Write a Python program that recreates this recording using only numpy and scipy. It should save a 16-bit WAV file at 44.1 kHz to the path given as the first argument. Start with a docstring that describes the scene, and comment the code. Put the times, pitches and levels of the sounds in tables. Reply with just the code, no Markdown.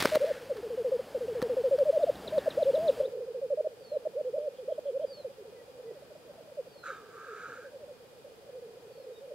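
"""A black grouse cock bubbling on a frozen bog, on a pair of microphones. His short, pure coos glide
through the resonance of his swollen throat sac; near the end he jumps with a flutter and gives a harsh
two-part hiss. Further off, rivals coo and hiss, and small birds chip, whistle and twitter. For three
seconds we stand by crackling ice, the air almost mono; then out on the bog, the air quieter and wide."""
import sys
import numpy as np
from scipy import signal
from scipy.fft import rfft, irfft, next_fast_len
from scipy.io import wavfile
from scipy.ndimage import uniform_filter1d

SR = 44100
rng = np.random.default_rng(int(sys.argv[2]) if len(sys.argv) > 2 else 0)


def waveform_to_disk(signal):
    """Save audio, clipped to [-1, 1], as 16-bit WAV at the path in sys.argv[1]."""
    frames = np.transpose(np.atleast_2d(signal))
    scaled = np.clip(frames, -1, 1) * 32767
    samples = np.round(scaled).astype(np.int16)
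    wavfile.write(sys.argv[1], SR, samples)


N = 411894
TIME = np.arange(N) / SR
SAC_HZ, SAC_WIDTH_HZ = 545, 66  # resonance of the throat sac


def grouse_coos():
    """The near cock's even runs and hooked coos, then fainter ones, some from far rivals."""
    # runs: t/s, coos, period/s, first top/Hz, last top/Hz, lateness of the pitch change (power),
    # first drive/dB, last drive/dB
    runs = [(0.5553, 6, .0721, 467, 538.6, 0.54, -28.5, -22.8),
            (1.2058, 11, .0719, 511, 656, 2.72, -25.4, -19.5), (3.1296, 5, 0.071, 522, 562, 4, -33, -31),
            (5.3777, 3, .0712, 460, 498, 0.55, -34.5, -42), (7.5704, 4, 0.075, 539, 624, 1.3, -46, -43.5),
            (8.618, 3, .071, 506, 489.6, 1, -36, -49)]
    # hooked coos: t/s, length/s, top/Hz, rise/Hz, crest (share of length), drive/dB
    hooks = [(0.044, 0.02, 613, 37, 0.2, -19.5), (0.116, 0.062, 623, 10, 0.7, -18.5),
             (0.198, 0.055, 593, 158, 0.66, -23.5), (0.243, 0.082, 664, 148, 0.45, -25.5),
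             (0.494, 0.042, 618, 10, 0.068, -26), (0.989, 0.025, 523, -2, 0.36, -25.5),
             (1.144, 0.042, 582, 5, 0.02, -25), (1.99, 0.06, 698, 163, 0.26, -20),
             (2.065, 0.042, 705, 208, 0.18, -20), (2.257, 0.031, 689, 132, 0.27, -34),
             (2.321, 0.074, 642, 52, 0.46, -22), (2.459, 0.029, 672, 152, 0.28, -18.5),
             (2.567, 0.07, 678, 254, 0.49, -20), (2.651, 0.066, 562, 84, 0.51, -22.5),
             (2.729, 0.056, 655, 260, 0.67, -20), (2.781, 0.13, 676, 88, 0.46, -20),
             (2.997, 0.021, 574, 29, 0.56, -20), (3.017, 0.06, 533, 20, 0.5, -29.5),
             (3.5, 0.052, 587, 36, 0.28, -25), (3.571, 0.044, 621, 28, 0.59, -23),
             (3.643, 0.035, 637, 49, 0.51, -23.5), (3.915, 0.066, 629, 92, 0.47, -27),
             (4.051, 0.026, 638, 76, 0.49, -22.5), (4.149, 0.071, 622, 212, 0.67, -28),
             (4.244, 0.063, 511, 18, 0.54, -27.5), (4.325, 0.067, 643.5, 242, 0.61, -27.5),
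             (4.365, 0.13, 612, 59.5, 0.66, -31), (4.583, 0.069, 518, 0, 0.23, -35),
             (4.673, 0.059, 667, 262, 0.52, -26.5), (4.778, 0.018, 605, 47, 0.51, -25),
             (4.852, 0.066, 569, -2, 0.39, -30), (4.913, 0.072, 554, 189, 0.73, -31.5),
             (4.993, 0.065, 656, 146, 0.42, -27.5), (5.079, 0.068, 559, 50, 0.47, -43.5),
             (5.168, 0.05, 600, 50, 0.45, -43.5), (5.243, 0.046, 576, 5, 0.033, -31.5),
             (5.292, 0.048, 561, 50, 0.22, -43.5), (5.785, 0.033, 512, 36, 0.57, -40),
             (5.834, 0.093, 460, 14, 0.61, -33), (5.882, 0.073, 495, 46, 0.37, -37),
             (6.291, 0.029, 585, 30, 0.37, -45), (6.337, 0.0255, 620, 30, 0.4, -45.5),
             (6.397, 0.023, 595, 20, 0.22, -48), (6.472, 0.063, 610, 65, 0.46, -45.5),
             (6.568, 0.05, 624, 30, 0.085, -32.5), (6.657, 0.029, 607, 103, 0.14, -42.5),
             (6.876, 0.059, 545, 12, 0.32, -44), (7.874, 0.057, 612, 214, 0.23, -43.5),
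             (8.238, 0.034, 600, 63, 0.088, -45), (8.484, 0.029, 590, 88, 0.16, -43),
             (8.527, 0.078, 520, 55, 0.47, -39.5), (8.748, 0.045, 519, 140, 0.61, -45),
             (8.994, 0.041, 586, 1, 0.01, -44), (9.05, 0.076, 508, 5, 0.55, -43),
             (9.204, 0.072, 562, 60, 0.45, -46), (9.303, 0.029, 604, 50, 0.3, -39)]
    out = np.zeros(N)
    for start, count, period, first_hz, last_hz, lateness, first_db, last_db in runs:
        for k, progress in enumerate(np.linspace(0, 1, count)):
            top_hz = first_hz + (last_hz - first_hz) * progress ** lateness
            db = first_db + (last_db - first_db) * progress
            add(out, start + k * period, run_coo(.058, top_hz, db))
    for start, *hook in hooks:
        add(out, start, coo(*hook, fall=.317))
    return out


def run_coo(length, top_hz, db, sac_width_hz=SAC_WIDTH_HZ):
    """One coo of a run: a low one just falls; pushed above 468 Hz, it arches more and more."""
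    crest = np.clip((top_hz - 468) / 570, 0, .5)
    return coo(length, top_hz, 110 * crest, crest, db, fall=.203, sac_width_hz=sac_width_hz)


def coo(length, top_hz, rise_hz, crest, db, fall, sac_width_hz=SAC_WIDTH_HZ):
    """A near-pure tone that crests, then loses the share `fall` of its pitch; loudest near the sac's."""
    attack_s, release_s, swell_db = .00663, .0082, 6.5
    t = np.arange(int(length * SR)) / SR
    progress, crest = t / length, np.clip(crest, .01, .9)
    before = np.maximum(1 - progress / crest, 0)
    after = np.maximum((progress - crest) / (1 - crest), 0)
    hz = top_hz - rise_hz * before ** 1.38 - fall * top_hz * after ** (1 + 2.74 * crest)
    detune = (hz / SAC_HZ - SAC_HZ / hz) * SAC_HZ / sac_width_hz
    gate = np.clip(t / attack_s, 0, 1) * np.clip((length - t) / release_s, 0, 1)
    drive = gate * undb(db + swell_db * (progress - .5)) * (1 + .05 * walk(200, len(t)))
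    phase = 2 * np.pi * np.cumsum(hz) / SR
    tone = np.sin(phase) + undb(-52) * np.sin(2 * phase)
    return np.sqrt(2) * drive / np.hypot(1, detune) * tone


def hiss(main_width_hz=200):
    """The cock forces rasping air through one gliding resonance and the steady ones of his windpipe."""
    # a short syllable, then a long one: t/s, level/dB, main resonance/Hz
    syllables = [(6.825, -71, 1446), (6.84, -47.5, 1388), (6.875, -38.5, 1352), (6.94, -46, 1288),
                 (7.05, -59.5, 1248), (7.2, -50, 1271), (7.42, -44.5, 1354), (7.55, -46, 1360),
                 (7.67, -55.5, 1586), (7.735, -78, 1600)]
    # windpipe resonances: f/Hz, width/Hz, spectral level against the main one/dB
    windpipe = [(1246, 120, -6.5), (1590, 210, -4), (2170, 660, -20), (3600, 990, -28), (6800, 1700, -29)]
    jet = rng.standard_normal(N) * np.exp(.04 * walk(130))
    centre_hz = uniform_filter1d(curve(syllables, column=2), SR // 20)
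    band = signal.sosfilt(signal.butter(3, main_width_hz / 2, fs=SR, output="sos"), jet)
    rasp = unit(band * np.cos(2 * np.pi * np.cumsum(centre_hz) / SR))
    for hz, width_hz, db in windpipe:
        rasp += undb(db) * np.sqrt(width_hz / main_width_hz) * unit(resonate(jet, hz, width_hz))
    blowing = (TIME > syllables[0][0]) & (TIME < syllables[-1][0])
    gate = uniform_filter1d(blowing.astype(float), SR // 100)
    return unit(rasp) * gate * undb(curve(syllables))


def rivals():
    """Two cocks across the bog: one bubbles evenly, the other in higher, clipped notes."""
    # both together at the microphones: t/s, level/dB
    levels = [(0, -45), (1.1, -50.5), (2.2, -53.5), (2.8, -49), (3.1, -40.5), (3.5, -48.5), (4.6, -50),
              (5.2, -55), (6.1, -51.5), (6.4, -56.5), (6.75, -57), (7.3, -52.5), (7.7, -54.5),
              (8.35, -54.5), (8.7, -54.5), (9, -48.5), (9.34, -49)]
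    # the clipped rival against the even one: t/s, level/dB
    balance = [(0, -5), (5.8, -4), (6.05, 6), (6.7, 6), (6.9, -4.5), (9.34, -3)]
    even = rival(period_s=.073, centre_hz=509.8, held_share=.763, looseness=.12, wander_hz=13.5)
    clipped = rival(period_s=.07, centre_hz=591.4, held_share=.42, looseness=.25, wander_hz=28)
    lead = undb(curve(balance))
    return (even + lead * clipped) / np.hypot(1, lead) * undb(curve(levels))


def rival(period_s, centre_hz, held_share, looseness, wander_hz, uneven_db=2):
    """A far cock and his echo: an unbroken run of coos whose pitch wanders."""
    out, drift, offset = np.zeros(N), walk(2.2), rng.random()
    for k, (late, high, loud, held) in enumerate(rng.standard_normal((140, 4))):
        start = (k + offset + looseness * late) * period_s
        hz = centre_hz + wander_hz * (drift[int(np.clip(start * SR, 0, N - 1))] + .5 * high)
        length = period_s * held_share * (1 + .35 * np.tanh(held))
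        add(out, start, undb(uneven_db * loud) * unit(run_coo(length, hz, db=0, sac_width_hz=190)))
    return unit(out + undb(-11) * scatter(out, t60=.69))


def far_hisses():
    """Other grouse hiss far off; only their main resonance carries."""
    # hisses: t/s, length/s, level/dB
    calls = [(.2, .25, -53.5), (1.28, 0.24, -59.5), (2.28, 0.34, -56.5)]
    swell = sum(undb(db) * np.sin(np.pi * np.clip((TIME - start) / length, 0, 1))
                for start, length, db in calls)
    return swell * unit(resonate(rng.standard_normal(N), hz=1640, width_hz=570))


def ice_cracks():
    """Single cracks in the ice: a bright snap over a dull push and pull."""
    # cracks: t/s, snap/dB, thud/dB (both before filtering and mixing), decay/s
    cracks = [(0.023, -17, -49, 0.0011), (0.0258, -16, -27, 0.0016), (0.0555, -12, -20.5, 0.0015),
              (0.151, -24, -50, 0.00085), (.1545, -23.5, -51, 0.0034), (0.157, -21.5, -13.5, 0.00058),
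              (0.227, -39, -56, .001), (0.568, -44.5, -55, 0.0089), (1.418, -31, -37, 0.0018),
              (1.425, -29, -27, 0.0024), (1.788, -37.5, -50, 0.0016), (2.381, -36, -33.5, 0.0017)]
    # spectra of snap and thud: f/Hz, level/dB
    snap_spectrum = [(250, 6), (800, 10), (1800, 8.5), (2800, -3.5), (4200, 2.5), (7000, -12), (15000, -12)]
    thud_spectrum = [(70, -12), (170, 3.5), (500, 6), (900, -1), (1600, -14), (4000, -45)]
    snaps, thuds = np.zeros((2, N))
    t = np.arange(SR // 20) / SR
    for start, snap_db, thud_db, decay in cracks:
        add(snaps, start, undb(snap_db) * np.exp(-t / decay) * rng.standard_normal(len(t)))
        swing = 2 * t / decay - 2
        add(thuds, start - decay / 2, -undb(thud_db) * swing * np.exp(-swing ** 2))
    return colour(snaps, snap_spectrum) + undb(-5) * colour(thuds, thud_spectrum)


def rustle(grain_db=5):
    """Grainy rustle in fading bursts: frost crunch at the start, wing flutter as the cock jumps."""
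    # bursts: t/s, attack/s, level/dB, fading/(dB/s)
    bursts = [(0, 0.0024, -30, 92), (.2, 0.068, -55, 30), (6.82, .05, -62, 66)]
    # spectrum of the grains: f/Hz, level/dB
    spectrum = [(120, 0.5), (600, 0), (1100, -1), (1900, 1), (2900, -2.5), (4300, -4), (6500, -12),
                (15000, -18)]
    grains = rng.standard_normal(N) * undb(grain_db * np.minimum(rng.exponential(size=N), 5))
    envelope = np.zeros(N)
    for start, attack, db, fading in bursts:
        since = TIME - start
        envelope += np.clip(since / attack, 0, 1) * undb(db - fading * np.maximum(since - attack, 0))
    return unit(colour(grains, spectrum)) * envelope


def small_birds():
    """Quick downward chips and gliding whistles, heard direct and off the ground."""
    # one bird's chips: t/s, level at the bird/dB
    chips = [(2.026, -51.5), (2.152, -51), (2.274, -43.5), (2.381, -43), (2.502, -41.5), (2.625, -41),
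             (2.749, -42.5), (2.877, -40)]
    # other birds' whistles: t/s, length/s, start/Hz, end/Hz, level at the bird/dB
    whistles = [(3.032, .036, 2940, 4300, -50), (3.784, 0.2, 4830, 3900, -62.5),
                (5.053, 0.2, 5020, 3920, -56.5), (5.537, 0.12, 2060, 1850, -70),
                (5.857, 0.091, 2030, 1860, -69.5), (5.948, .08, 1880, 2080, -73),
                (6.664, .42, 4810, 3260, -65.5), (8.903, 0.19, 4630, 4000, -69),
                (9.121, .1, 3870, 3540, -66)]
    direct = np.zeros(N)
    for start, db in chips:
        add(direct, start, glide(.027, start_hz=4370, end_hz=2510, db=db))
    for start, *whistle in whistles:
        add(direct, start, glide(*whistle))
    # the ground bounce arrives just behind and hollows the glides near 3.1 kHz
    return .55 * direct + .45 * np.roll(direct, 21)


def glide(length, start_hz, end_hz, db, waver=.0067, flutter_db=2):
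    """A small bird's pure note that slides evenly, wavering a little."""
    size = int(length * SR)
    hz = np.geomspace(start_hz, end_hz, size) * (1 + waver * walk(82.5, size))
    shape = np.sin(np.pi * np.linspace(0, 1, size) ** .8)
    envelope = shape * undb(db + flutter_db * walk(61, size))
    return np.sqrt(2) * envelope * np.sin(2 * np.pi * np.cumsum(hz) / SR)


def twitter(start_s=4.268, period_s=.1525, ramp_s=.046):
    """A far songbird's even string of eight buzzy notes, loudest in the middle."""
    envelope = np.zeros(N)
    for k, off_middle in enumerate(np.linspace(-1, 1, 8)):
        since = TIME - start_s - k * period_s
        envelope += undb(-65 - 7 * off_middle ** 2) * np.maximum(1 - np.abs(since) / ramp_s, 0)
    return envelope * unit(resonate(rng.standard_normal(N), hz=3250, width_hz=600))


def open_air(on_bog):
    """The air bed: almost mono over the ice, wide over the bog."""
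    # spectra of the air in each place: f/Hz, level/dB
    ice_spectrum = [(25, -22), (60, -3), (170, 0.5), (330, 0), (700, 0), (1100, -8.5), (1650, -10),
                    (2100, -14.5), (3200, -13.5), (4000, -18.5), (4900, -16), (5700, -22.5), (9000, -24),
                    (15500, -27.5)]
    bog_spectrum = [(25, -21), (60, -10), (140, -1), (260, -4), (400, -1), (700, -3), (1100, -11.5),
                    (1600, -12.5), (2100, -17), (3200, -15.5), (4000, -19), (4900, -16.5), (5700, -23),
                    (9000, -24), (15500, -27.5)]
    # loudness of the air: t/s, level/dB
    levels = [(0, -52), (2.15, -48), (3.0, -46.5), (3.15, -59), (9.34, -59.5)]
    bed = (1 - on_bog) * air(ice_spectrum, side_db=-37) + on_bog * air(bog_spectrum, side_db=.5)
    return bed * undb(curve(levels))


def air(spectrum, side_db, stir_db=1.26):
    """Far-off rumble that stirs slowly, under an even, wider hiss; built as mid and side."""
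    mid, side = (colour(rng.standard_normal(N), spectrum) for _ in range(2))
    lows = signal.butter(1, 1000, fs=SR, output="sos")
    mid = mid + signal.sosfilt(lows, mid) * (undb(stir_db * walk(6)) - 1)
    side = side - .5 * signal.sosfilt(lows, side)
    return mid + undb(side_db) * np.array([side, -side])


def whine():
    """A faint, steady high tone and its octave."""
    # partials: f/Hz, level/dB
    partials = [(2444, -78), (4888, -84.5)]
    return sum(np.sqrt(2) * undb(db + .5 * walk(1.5)) * np.sin(2 * np.pi * hz * TIME)
               for hz, db in partials)


def scatter(x, t60):
    """Diffuse echo from trees and hummocks, dying by 60 dB in t60 seconds."""
    t = np.arange(SR // 2) / SR
    tail = rng.standard_normal(len(t)) * undb(-60 * t / t60) * np.clip(t / .03, 0, 1)
    return signal.oaconvolve(x, tail / np.linalg.norm(tail))[:N]


def place(x, pan_db, lag):
    """Two microphones: pan is left minus right, lag the samples by which the left hears it later."""
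    at = np.arange(N)
    left = np.interp(at - lag / 2, at, x) * undb(pan_db / 2)
    right = np.interp(at + lag / 2, at, x) * undb(-pan_db / 2)
    return np.array([left, right])


def resonate(x, hz, width_hz):
    """A resonance applied twice, for steep skirts."""
    b, a = signal.iirpeak(hz, hz / width_hz, SR)
    return signal.lfilter(b, a, signal.lfilter(b, a, x))


def colour(x, spectrum):
    """Filter by a spectrum that falls away below its first point; white noise keeps its power."""
    size = next_fast_len(len(x))
    hz, db = np.transpose(spectrum)
    bins = np.arange(size // 2 + 1) * SR / size + 1
    gain = undb(np.interp(np.log(bins), np.log(hz), db)) * np.minimum(bins / hz[0], 1)
    return irfft(rfft(x, size) * unit(gain), size)[:len(x)]


def walk(rate_hz, size=N):
    """Smooth random drift with a spread near 1."""
    at = np.arange(size) * rate_hz / SR
    knots = rng.standard_normal(int(at[-1]) + 2)
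    return 1.2 * np.interp(at, np.arange(len(knots)), knots)


def curve(rows, column=1):
    """One column of a table, joined by straight lines in time."""
    rows = np.array(rows)
    return np.interp(TIME, rows[:, 0], rows[:, column])


def add(out, start_s, x):
    """Mix x into out from start_s on."""
    i = max(int(start_s * SR), 0)
    out[i:i + len(x)] += x[:max(N - i, 0)]


def undb(db):
    """Decibels to gain."""
    return np.exp(np.asarray(db) * np.log(10) / 20)


def unit(x):
    """Scale to rms 1."""
    return x / np.sqrt(np.mean(x ** 2))


def scene(move_s=3.07):
    """Everything at the microphones: first by the ice, from move_s on the bog."""
    on_bog = np.clip((TIME - move_s) / .1 + .5, 0, 1)
    song = grouse_coos()
    song += undb(-26) * scatter(song, t60=.4)
    grouse = place(song + rivals(), pan_db=.6 - 2.3 * on_bog, lag=2 * on_bog)
    call = hiss()
    call = place(call + undb(-18) * scatter(call, t60=.3), pan_db=-1.7, lag=2)
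    birds = small_birds() + twitter()
    birds = place(birds + undb(-10.5) * scatter(birds, t60=.066), pan_db=.5 - 1.3 * on_bog, lag=0)
    background = open_air(on_bog) + whine()
    return grouse + call + far_hisses() + birds + rustle() + ice_cracks() + background


def record(dry, top_hz=15600):
    """The recorder cuts the top steeply."""
    return signal.sosfilt(signal.ellip(10, .1, 90, top_hz, fs=SR, output="sos"), dry)


dry = scene()
out = record(dry)
waveform_to_disk(out)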